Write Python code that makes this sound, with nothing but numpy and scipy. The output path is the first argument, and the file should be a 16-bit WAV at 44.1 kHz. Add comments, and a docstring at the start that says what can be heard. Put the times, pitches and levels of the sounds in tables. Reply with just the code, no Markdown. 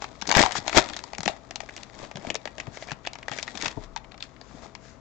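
"""Small foil snaps come first, as gloved hands tear open a card pack close to a desk microphone and work the cards out.
Creases snap and set short resonances ringing; foil and cards rub as a dense crackle of tiny noise grains.
Sliding cards hiss, fingers thud, the stretched wrapper twangs, and low thumps mark overloads of the left side.
A small room answers over a faint fan; the sound leans left, is dull above 8 kHz and clips on its loudest peaks."""
import sys
import numpy as np
from scipy import signal
from scipy.fft import rfft, irfft, next_fast_len
from scipy.io import wavfile
from scipy.ndimage import uniform_filter1d

SR = 44100
rng = np.random.default_rng(int(sys.argv[2]) if len(sys.argv) > 2 else 0)


def persist_wave(psi):
    """Save psi, clipped to +-1, as 16-bit WAV."""
    counts = np.round(np.clip(psi, -1, 1) * 32767).astype(np.int16)
    wavfile.write(sys.argv[1], SR, np.atleast_2d(counts).T)


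N = 220708  # length in samples, about 5 s

# Levels are what each layer starts from; scene() adds a gain to some layers.
# clearest creases and card edges: start_s, crack level_db, crack pitch_hz, panel level_db
CREASE_SNAPS = [(.021, -30.5, 3350, -28.5), (.042, -29.5, 2070, -30.5), (.214, -28.5, 3320, -45),
                (.222, -24.5, 3870, -29), (0.254, -38, 2260, -38), (.271, -33, 3900, -40),
                (.275, -22.5, 4630, -33), (.291, -25, 4730, -21.5), (.295, -18.5, 4430, -37),
                (.304, -35, 2440, -18.5), (.314, -11.5, 3150, -17), (.324, -18, 4100, -16.5),
                (0.341, -25, 3150, -22), (.35, -12, 2130, -17), (.363, -18, 3240, -20.5),
                (0.368, -23, 2450, -12.5), (.381, -13.5, 2320, -18), (.394, -20.5, 3010, -12.5),
                (0.4, -27, 2730, -21), (0.407, -24, 3700, -17), (.427, -14, 3730, -16.5),
                (0.436, -21, 2820, -12.5), (0.461, -21, 3940, -15.5), (0.509, -29.5, 2390, -28),
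                (0.521, -22, 4600, -36), (0.527, -30.5, 2860, -47), (.553, -29.5, 3700, -20.5),
                (0.679, -17.5, 3470, -22), (0.695, -25, 3640, -28), (.729, -24.5, 2650, -25),
                (.75, -27.5, 2040, -26), (0.759, -24.5, 3600, -24), (.77, -16, 3640, -20),
                (.776, -14, 3170, -37), (0.783, -21, 3570, -8), (0.842, -30.5, 3700, -47),
                (.888, -30.5, 3580, -37), (.899, -31, 3350, -34.5), (0.934, -28, 3540, -56),
                (.965, -26.5, 3660, -36), (.991, -31, 3650, -39), (1.039, -29.5, 4260, -32.5),
                (1.133, -33.5, 2650, -30), (1.149, -34.5, 3000, -54), (1.183, -27.5, 5000, -30),
                (1.206, -28.5, 4000, -32), (1.232, -25.5, 3770, -33), (1.259, -20.5, 3700, -24.5),
                (1.278, -17.5, 3300, -15.5), (1.509, -33.5, 2880, -35.5), (1.558, -25.5, 4800, -33.5),
                (1.604, -29, 3600, -30.5), (1.633, -55, 2400, -38), (1.689, -37, 2500, -42),
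                (1.765, -32.5, 5470, -41.5), (1.777, -35.5, 2730, -44), (1.833, -31.5, 3960, -56),
                (1.991, -47, 4300, -51), (2.049, -42, 2740, -45), (2.113, -39, 2760, -35.5),
                (2.157, -34, 2930, -38), (2.17, -33.5, 2870, -36), (2.248, -49, 2720, -30.5),
                (2.269, -34, 3550, -47), (2.302, -19.5, 3370, -28), (2.344, -29, 3120, -34),
                (2.353, -21, 4000, -29), (2.455, -28.5, 3150, -27.5), (2.474, -31, 1980, -37.5),
                (2.582, -32, 3180, -35), (2.6, -27.5, 2520, -51), (2.669, -43.5, 2280, -37),
                (2.772, -35, 2780, -35), (2.824, -36, 2380, -35), (2.886, -38, 2180, -35),
                (2.908, -32.5, 2640, -39), (2.917, -26, 2620, -30), (3.05, -34.5, 2160, -43),
                (3.072, -23.5, 3300, -27), (3.133, -32, 3500, -41.5), (3.154, -36, 2480, -37),
                (3.187, -42, 3500, -39.5), (3.229, -38.5, 2230, -47), (3.282, -27, 2550, -28),
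                (3.295, -40, 2900, -36.5), (3.316, -29, 3450, -28.5), (3.326, -34, 2850, -44),
                (3.335, -31, 3040, -50), (3.386, -25.5, 2310, -34), (3.396, -33, 3770, -43),
                (3.428, -22, 5200, -34.5), (3.478, -28.5, 2340, -39.5), (3.553, -32, 3300, -35),
                (3.574, -27, 3700, -52), (3.613, -28, 3180, -49), (3.624, -22.5, 3800, -42),
                (3.658, -19.5, 2740, -27), (3.681, -24, 3300, -33), (3.714, -37, 3540, -55),
                (3.962, -27.5, 3320, -28.5), (3.974, -34, 2480, -41.5), (4.045, -47, 2050, -46),
                (4.119, -40, 2740, -42), (4.143, -46, 2960, -39.5), (4.178, -41, 2850, -63),
                (4.206, -35, 3660, -45), (4.225, -26.5, 3000, -56), (4.364, -48.5, 2310, -55),
                (4.413, -39.5, 4170, -39.5), (4.751, -34, 3320, -37.5)]
# main tones of a crease: multiple of its pitch (ratio), level_db
CREASE_TONES = [(.6, -4.5), (.95, 2.5), (1.55, -2)]
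# typical pitch of the panel beside a crease: time_s, pitch_hz
PANEL_PITCH = [(0, 822), (1.0, 930), (1.25, 736), (2.3, 616), (3.1, 740), (4.0, 860)]
PANEL_SCATTER = 0.12  # spread of pitch from panel to panel (log ratio)
# where the pack is held: time_s, lean to the right level_db
HOLD_LEAN = [(0, -3), (1.5, 0.5), (3.2, 1), (5, -3.5)]
LEAN_SCATTER_DB = 4.2  # spread from crease to crease
# time when only card edges tick: start_s, end_s
BARE_CARDS_TIME = (4.0, 4.5)
# tone of a ticking card edge: pitch_hz, level_db
CARD_EDGE_TONE = [(900, -2), (2000, -1.5), (3300, 3), (4600, 2.5), (6000, -8.5), (8000, -2.5)]
# small creases give way at random, louder under a stronger pull
CRINKLE_UNTIL_S = 3.75
CRINKLE_DB, CRINKLE_GROWS, CRINKLE_SCATTER_DB = -13.5, 0.7, 1.5  # at 0 dB effort; dB per dB of effort; spread
CRINKLE_HZ, CRINKLE_PANEL_DB = 3070, 3  # middle crack pitch; panel level against the crack

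# pulls, tears and rubs: hardest_s, effort level_db, flutter over effort level_db, build_up_s, release_s
HAND_PULLS = [(.04, -39.5, 0.5, 0.15, 0.054), (0.394, -11, -1.5, .07, 0.094), (.582, -24, -6, .08, 0.022),
              (.69, -40.5, 3.5, 0.57, 0.12), (0.78, -9, -0.5, 0.062, 0.04), (.83, -40, 1, .1, 0.6),
              (1.286, -31.5, -3.5, 0.036, 0.088), (1.8, -47, 2, 0.5, 0.15), (2.038, -41.5, 5.5, 0.27, 0.13),
              (2.175, -48.5, 10, 0.035, 0.09), (2.291, -39, 5, 0.15, 0.058),
              (2.584, -44.5, 7.5, 0.02, 0.11), (2.68, -52.5, 10, .03, 0.11), (2.901, -47, 2, 0.5, 0.087),
              (3.325, -37.5, -2, 0.056, 0.35), (3.665, -28, -2.5, 0.21, 0.047),
              (3.841, -40.5, -1, 0.087, 0.035), (4.23, -41.5, -8.5, 0.033, 0.11),
              (4.65, -49, 7, 0.42, 0.13)]
SWELL_DB = 28.5  # effort gained over a build-up and lost over a release
# light grip under the pulls: time_s, effort level_db
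LIGHT_GRIP = [(0, -51), (1.3, -59.5), (2.5, -58), (3.0, -64), (3.7, -44), (3.92, -68.5), (5, -76)]
SETTLE_DB, SETTLE_S = -16, 0.023  # foil settling after a snap: effort against the snap; release time
# shape of the fine crackle: pitch_hz, relative level_db (per Hz)
CRACKLE_TONE = [(530, -32), (900, -19), (1420, -6), (2350, -6.5), (2950, -9), (3360, -1), (6910, -10),
                (8000, -6), (10400, -48.5), (17600, -120)]
# shape of the loose sheet's flutter: pitch_hz, relative level_db (per Hz)
FLUTTER_TONE = [(60, -1), (170, -2), (280, 3), (420, -2.5), (700, 2), (1200, -3.5), (1600, -20),
                (3000, -21)]

# cards sliding over each other: fastest_s, half_length_s, level_db
CARD_SLIDES = [(0.572, 0.015, -24), (2.015, 0.079, -61), (2.756, 0.025, -44.5), (2.827, 0.025, -43.5),
               (3.37, 0.029, -43), (4.54, 0.12, -55.5), (4.641, 0.02, -51.5), (4.879, 0.069, -51.5)]
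# shape of the glossy hiss: pitch_hz, relative level_db (per Hz)
GLOSS_TONE = [(700, -28), (1500, 1), (2300, -3), (3300, -2), (5200, 0), (7400, -2.5), (9000, -10.5)]
# fingers bumping and bending the pack: start_s, level_db, pitch_hz
FINGER_BUMPS = [(0.222, -38, 194), (0.285, -26.5, 220), (0.363, -19.5, 132), (.388, -17, 198),
                (.43, -32, 110), (0.584, -32, 125), (0.77, -29, 105), (1.19, -29.5, 142),
                (1.259, -25.5, 203), (2.154, -31.5, 146), (2.184, -36.5, 169), (2.273, -30.5, 215),
                (2.303, -30.5, 218), (2.677, -30.5, 128), (2.916, -29.5, 138), (3.313, -35, 146),
                (3.548, -36, 202), (3.662, -37, 124), (3.77, -27.5, 125), (4.539, -39.5, 160)]
# free rings of wrapper and desk: start_s, level_db, settled pitch_hz, time to fall 60 dB (fade_s)
FREE_RINGS = [(.453, -1, 720, 0.014), (.461, -18, 727, 0.11), (.77, -12.5, 351, .05),
              (1.279, -12, 722, 0.02), (1.294, -21, 593, 0.045), (2.352, -26, 432, 0.064),
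              (3.773, -36.5, 32.6, 1), (3.774, -31, 260, 0.068), (3.772, -32, 417, 0.1),
              (3.772, -32, 626, 0.082), (3.772, -27.5, 840, .047), (3.964, -22, 813, 0.044)]
RING_SAG, SAG_S = 0.25, 0.0056  # share by which a ring starts sharp; time constant of its settling
# low thumps as the left side overloads on the loudest rips: middle_s, peak level_db on the left
OVERLOAD_THUMPS = [(0.368, -9), (0.406, -16.5), (0.438, -23.5), (0.771, -14), (0.782, -24)]

# how long the room's tail lasts: pitch_hz, time to fall 60 dB (fade_s)
ROOM_FADE = [(150, 0.15), (700, 0.39), (3000, 0.19), (8000, 0.07)]
# copies from desk, boxes and wall: delay_s, level_db
NEAR_ECHOES = [(.0031, -29.5), (.0049, -33), (.0097, -19.5), (0.0128, -32), (.05, -41)]
# shape of the steady air noise: pitch_hz, relative level_db (per Hz)
AIR_TONE = [(15, -39), (25, -2), (135, -7.5), (181, -5), (273, -5), (330, -11.5), (562, -12.5), (733, -15),
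            (1220, -13), (1600, -23.5), (8000, -31.5), (10400, -68), (17600, -120)]
# hum lines of the fan: pitch_hz, level_db
FAN_HUM = [(53.5, -56), (124, -58), (657, -62.5)]

# right side against left: pitch_hz, level_db
RIGHT_LEVEL = [(60, -15), (900, -15), (1600, -13.5), (2800, -12), (5000, -11), (8000, -8)]
# likeness of left and right: pitch_hz, correlation (0 to 1)
SIDE_LIKENESS = [(60, 0.71), (500, 0.83), (1000, 0.4), (2000, 0.53), (4000, 0.15), (8000, 0.13)]
# microphone tone before the clipping: pitch_hz, level_db
MIC_TONE = [(100, 0), (270, 1), (450, 2.5), (650, 2), (1100, 0.5), (1450, 0), (2000, 2), (2950, -4),
            (3900, -4), (5200, -3), (6000, -3), (7000, -2)]
# microphone treble loss after the clipping: pitch_hz, level_db
MIC_TREBLE_LOSS = [(7000, 0), (7800, -9.5), (8550, -18.5), (9050, -29), (16000, -47.5)]
TOP_HZ = 16500  # nothing passes from here up


def snaps(creases, crack_db, panel_db, neighbour_db, lag):
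    """A crease flips with a sharp crack, the panel beside it flaps, and two neighbouring creases tick around it."""
    foil, cards = np.zeros((2, N)), np.zeros((2, N))
    t = np.arange(SR // 25) / SR
    for s, db, hz, flap_db in creases:
        out = cards if BARE_CARDS_TIME[0] < s < BARE_CARDS_TIME[1] else foil
        flap_hz = at(PANEL_PITCH, s) * np.exp(PANEL_SCATTER * rng.standard_normal())
        lean_db = at(HOLD_LEAN, s) + LEAN_SCATTER_DB * rng.standard_normal()
        tick = amp(db + crack_db) * crack(t, hz, cycles=38.0, scatter_db=3)
        flap = amp(flap_db + panel_db) * burst(t, flap_hz, q=3.08, t60=0.014, kick=0.077)
        add(out, s, ports(tick + flap) * amp([[0], [lean_db]]))
        for when, colour, size in rng.standard_normal((2, 3)):
            pitch = min(hz * np.exp(0.22 * colour), 7500)
            level = amp(db + neighbour_db + 3.1 * size)
            small = level * burst(t, pitch, q=3.8, t60=.013, kick=0.085)
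            right_db = along(RIGHT_LEVEL, pitch) + lean_db
            add(out, s + lag * (when + 0.62), small * amp([[0], [right_db]]))
    # stiff card rings in a narrower band than foil
    return foil + filtered(cards, lambda hz: amp(along(CARD_EDGE_TONE, hz)))


def crack(t, hz, cycles, scatter_db):
    """A buckling crease rings its facets at new strengths; high facets die sooner and stiff creases flip harder."""
    tones = 0
    for ratio, db in CREASE_TONES:
        pitch = min(hz * ratio * np.exp(0.14 * rng.standard_normal()), 7500)
        ring = burst(t, pitch, q=3.03, t60=cycles / pitch, kick=0.12 * (hz / 4000) ** 2)
        tones = tones + amp(db + rng.normal(0, scatter_db)) * ring
    return tones / np.linalg.norm(tones, axis=1, keepdims=True) * np.sqrt(.005 * SR)


def crinkles(effort_db, count):
    """Small creases give way at random moments; their rows have the same columns as CREASE_SNAPS."""
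    times = CRINKLE_UNTIL_S * (np.arange(count) + rng.random(count)) / count
    size, colour = rng.standard_normal((count, 2)).T
    effort_now = effort_db[(times * SR).astype(int)]
    db = CRINKLE_DB + CRINKLE_GROWS * effort_now + CRINKLE_SCATTER_DB * size
    return list(zip(times, db, CRINKLE_HZ * np.exp(.22 * colour), db + CRINKLE_PANEL_DB))


def rubbing(friction_db, sheet_db, crackle_db, flutter_db, tick_db):
    """Tearing and sliding make a fine crackle with stray sharper ticks while the loose sheet flutters."""
    crackle = grains(CRACKLE_TONE, rate=430, spread_db=2.5, life=0.0012, bed=0.28)
    ticks = grains(CRACKLE_TONE, rate=130, spread_db=7, life=.0006, bed=0)
    flutter = grains(FLUTTER_TONE, rate=240, spread_db=6.0, life=0.00067, bed=0.64)
    friction = amp(friction_db + crackle_db) * (crackle + amp(tick_db) * ticks)
    return friction + amp(sheet_db + flutter_db) * flutter


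def effort():
    """How hard the foil rubs and how much the sheet moves, in dB: light grip, pulls and settling after snaps."""
    # row 0 is the rubbing, row 1 the moving sheet
    power = amp(at(LIGHT_GRIP, np.arange(N) / SR)) ** 2 * np.ones((2, 1))
    for s, db, slack_db, build_s, release_s in HAND_PULLS:
        power += amp(db + swell(s, build_s, release_s)) ** 2 * amp([[0], [slack_db]]) ** 2
    settling = amp(SETTLE_DB - SWELL_DB * np.arange(SR // 4) / SR / SETTLE_S)
    for s, crack_db, _, panel_db in CREASE_SNAPS:
        add(power, s, (amp([[crack_db], [panel_db]]) * settling) ** 2)
    return 10 * np.log10(power)


def swell(s, build_s, release_s):
    """An effort that grows up to time s and then lets go, in dB against its peak."""
    t = np.arange(N) / SR - s
    return -SWELL_DB * np.maximum(-t / build_s, t / release_s)


def slides(level_db):
    """Glossy card faces hiss evenly, swelling with the speed of the stroke."""
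    t = np.arange(N) / SR
    speed = sum(amp(db + level_db) * np.exp(-((t - s) / half) ** 2) for s, half, db in CARD_SLIDES)
    return speed * grains(GLOSS_TONE, rate=1500, spread_db=5.5, life=0.0007, bed=0.76)


def bumps(level_db):
    """Soft fingertips give dull, short thuds."""
    out, t = np.zeros((2, N)), np.arange(SR // 6) / SR
    for s, db, hz in FINGER_BUMPS:
        add(out, s, amp(db + level_db) * burst(t, hz, q=1.83, t60=0.068, kick=0.1))
    return filtered(out, lambda hz: 1 / (1 + (hz / 560) ** 4))


def rings():
    """The taut wrapper twangs and a hand set down shakes the desk; each ring starts sharp and sags in pitch."""
    out, t = np.zeros((2, N)), np.arange(SR) / SR
    sagging = t + RING_SAG * SAG_S * (1 - np.exp(-t / SAG_S))
    for s, db, hz, t60 in FREE_RINGS:
        phase = rng.uniform(0, 2 * np.pi, (2, 1))
        envelope = amp(db - 60 * t / t60) * (1 - np.exp(-t / 0.0018))
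        add(out, s, envelope * np.sin(2 * np.pi * hz * sagging + phase))
    return out


def thumps(width):
    """Each overload gives one smooth low push, almost only on the left."""
    out, u = np.zeros((2, N)), np.linspace(-3, 3, round(6 * width * SR))
    for s, db in OVERLOAD_THUMPS:
        push = amp(db) * np.exp(-u ** 2)
        add(out, s - len(u) / 2 / SR, push * amp([[0], [-28]]))
    return out


def room(x, wet_db):
    """Near surfaces send back a few copies among a faint tail of noise that dies away."""
    hz, t, z = signal.stft(rng.standard_normal((2, SR // 2)), SR, nperseg=256)
    fade = amp(-60 * t / along(ROOM_FADE, hz)[:, None])
    tail = signal.istft(z * fade, SR, nperseg=256)[1]
    answer = amp(wet_db) * tail / np.linalg.norm(tail[0])
    for delay, db in NEAR_ECHOES:
        add(answer, delay, amp(db) * np.ones((2, 1)))
    return x + signal.fftconvolve(x, answer, axes=1)[:, :N]


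def fan(air_db):
    """Steady air noise with a few faint hum lines."""
    t = np.arange(N) / SR
    air = unit(filtered(rng.standard_normal((2, N)), lambda hz: amp(along(AIR_TONE, hz))))
    hum = 0
    for hz, db in FAN_HUM:
        turns = hz * t + rng.random((2, 1))
        hum = hum + amp(db) * np.sqrt(2) * np.sin(2 * np.pi * turns)
    return amp(air_db) * air + hum


def burst(t, hz, q, t60, kick):
    """A push and a dying rattle through one resonance; as strong as 5 ms at rms 1."""
    push = rng.standard_normal((2, len(t))) * amp(-60 * t / t60) * (1 - np.exp(-t / 0.00091))
    push[:, round(.0004 * SR)] += kick * np.sqrt(t60 * SR)
    radius = np.exp(-np.pi * hz / q / SR)
    feedback = [1, -2 * radius * np.cos(2 * np.pi * hz / SR), radius ** 2]
    y = signal.lfilter([1, 0, -1], feedback, push)
    return y / np.linalg.norm(y, axis=1, keepdims=True) * np.sqrt(.005 * SR)


def grains(spectrum, rate, spread_db, life, bed):
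    """Tiny slips of uneven size at random moments, over a bed of smooth friction; rms 1."""
    sizes = amp(spread_db * np.minimum(rng.standard_normal(N), 2))
    slips = (rng.random(N) < rate / SR) * sizes ** 2
    # each slip dies away over its life
    power = signal.lfilter([1], [1, -np.exp(-1 / (life * SR))], slips)
    noise = rng.standard_normal((2, N)) * np.sqrt(power / power.mean() + abs(bed))
    return unit(filtered(patchy(noise, depth_db=0.5), lambda hz: amp(along(spectrum, hz))))


def patchy(x, depth_db):
    """The folds keep changing shape, so patches of pitch and time grow louder and softer."""
    z = signal.stft(x, nperseg=256)[2]
    field = uniform_filter1d(rng.standard_normal(z.shape[1:]), size=5, axis=0)
    field = uniform_filter1d(field, size=7, axis=1)
    return signal.istft(z * amp(depth_db * unit(field)), nperseg=256)[1][:, :N]


def ports(pair):
    """The right side is weaker; it shares more of the bass with the left than of the high treble."""
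    def shares(hz):
        alike = np.clip(along(SIDE_LIKENESS, hz), 0, 1)
        return amp(along(RIGHT_LEVEL, hz)) * np.array([alike, np.sqrt(1 - alike ** 2)])
    return np.array([pair[0], filtered(pair, shares).sum(axis=0)])


def amp(db):
    """Decibels to gain."""
    return 10 ** (np.asarray(db) / 20)


def unit(x):
    """Scale to rms 1."""
    return x / np.sqrt(np.mean(x ** 2) + 1e-20)


def along(points, hz):
    """(Hz, value) points read on a log axis."""
    f, v = np.transpose(points)
    return np.interp(np.log(hz + 1), np.log(f + 1), v)


def at(points, s):
    """(s, value) points read at time s."""
    return np.interp(s, *np.transpose(points))


def filtered(x, response):
    """Shape the spectrum of x by a response that depends on frequency."""
    size = next_fast_len(x.shape[-1] + 8192)  # spare room at the end
    spectrum = rfft(x, size) * response(np.fft.rfftfreq(size, 1 / SR))
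    return irfft(spectrum, size)[..., :x.shape[-1]]


def add(track, s, sound):
    """Mix a sound in at time s."""
    start = max(round(s * SR), 0)
    part = track[:, start:start + sound.shape[-1]]
    part += sound[:, :part.shape[-1]]


def scene():
    """The wrapper in the hands, in a room with a fan, with the thumps of the overloaded left side."""
    friction_db, sheet_db = effort()
    rub = rubbing(friction_db, sheet_db, crackle_db=-1.0, flutter_db=-2.0, tick_db=-1.5)
    handling = rub + slides(level_db=3.5) + bumps(level_db=3.5) + rings()
    creases = CREASE_SNAPS + crinkles(friction_db, count=40)
    snapping = snaps(creases, crack_db=1.0, panel_db=-0.5, neighbour_db=-11.0, lag=0.0046)
    pack = snapping + ports(handling)
    return room(pack, wet_db=-17.0) + thumps(width=0.0017) + ports(fan(air_db=-49))


def record(dry):
    """The microphone clips the loudest peaks and passes little above 8 kHz; full scale trims what is left."""
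    heard = np.clip(filtered(dry, lambda hz: amp(along(MIC_TONE, hz))), -1.1, 1.1)
    narrow = filtered(heard, lambda hz: amp(along(MIC_TREBLE_LOSS, hz)))
    return filtered(np.clip(narrow, -1, 1), lambda hz: hz < TOP_HZ)


dry = scene()
out = record(dry)
persist_wave(out)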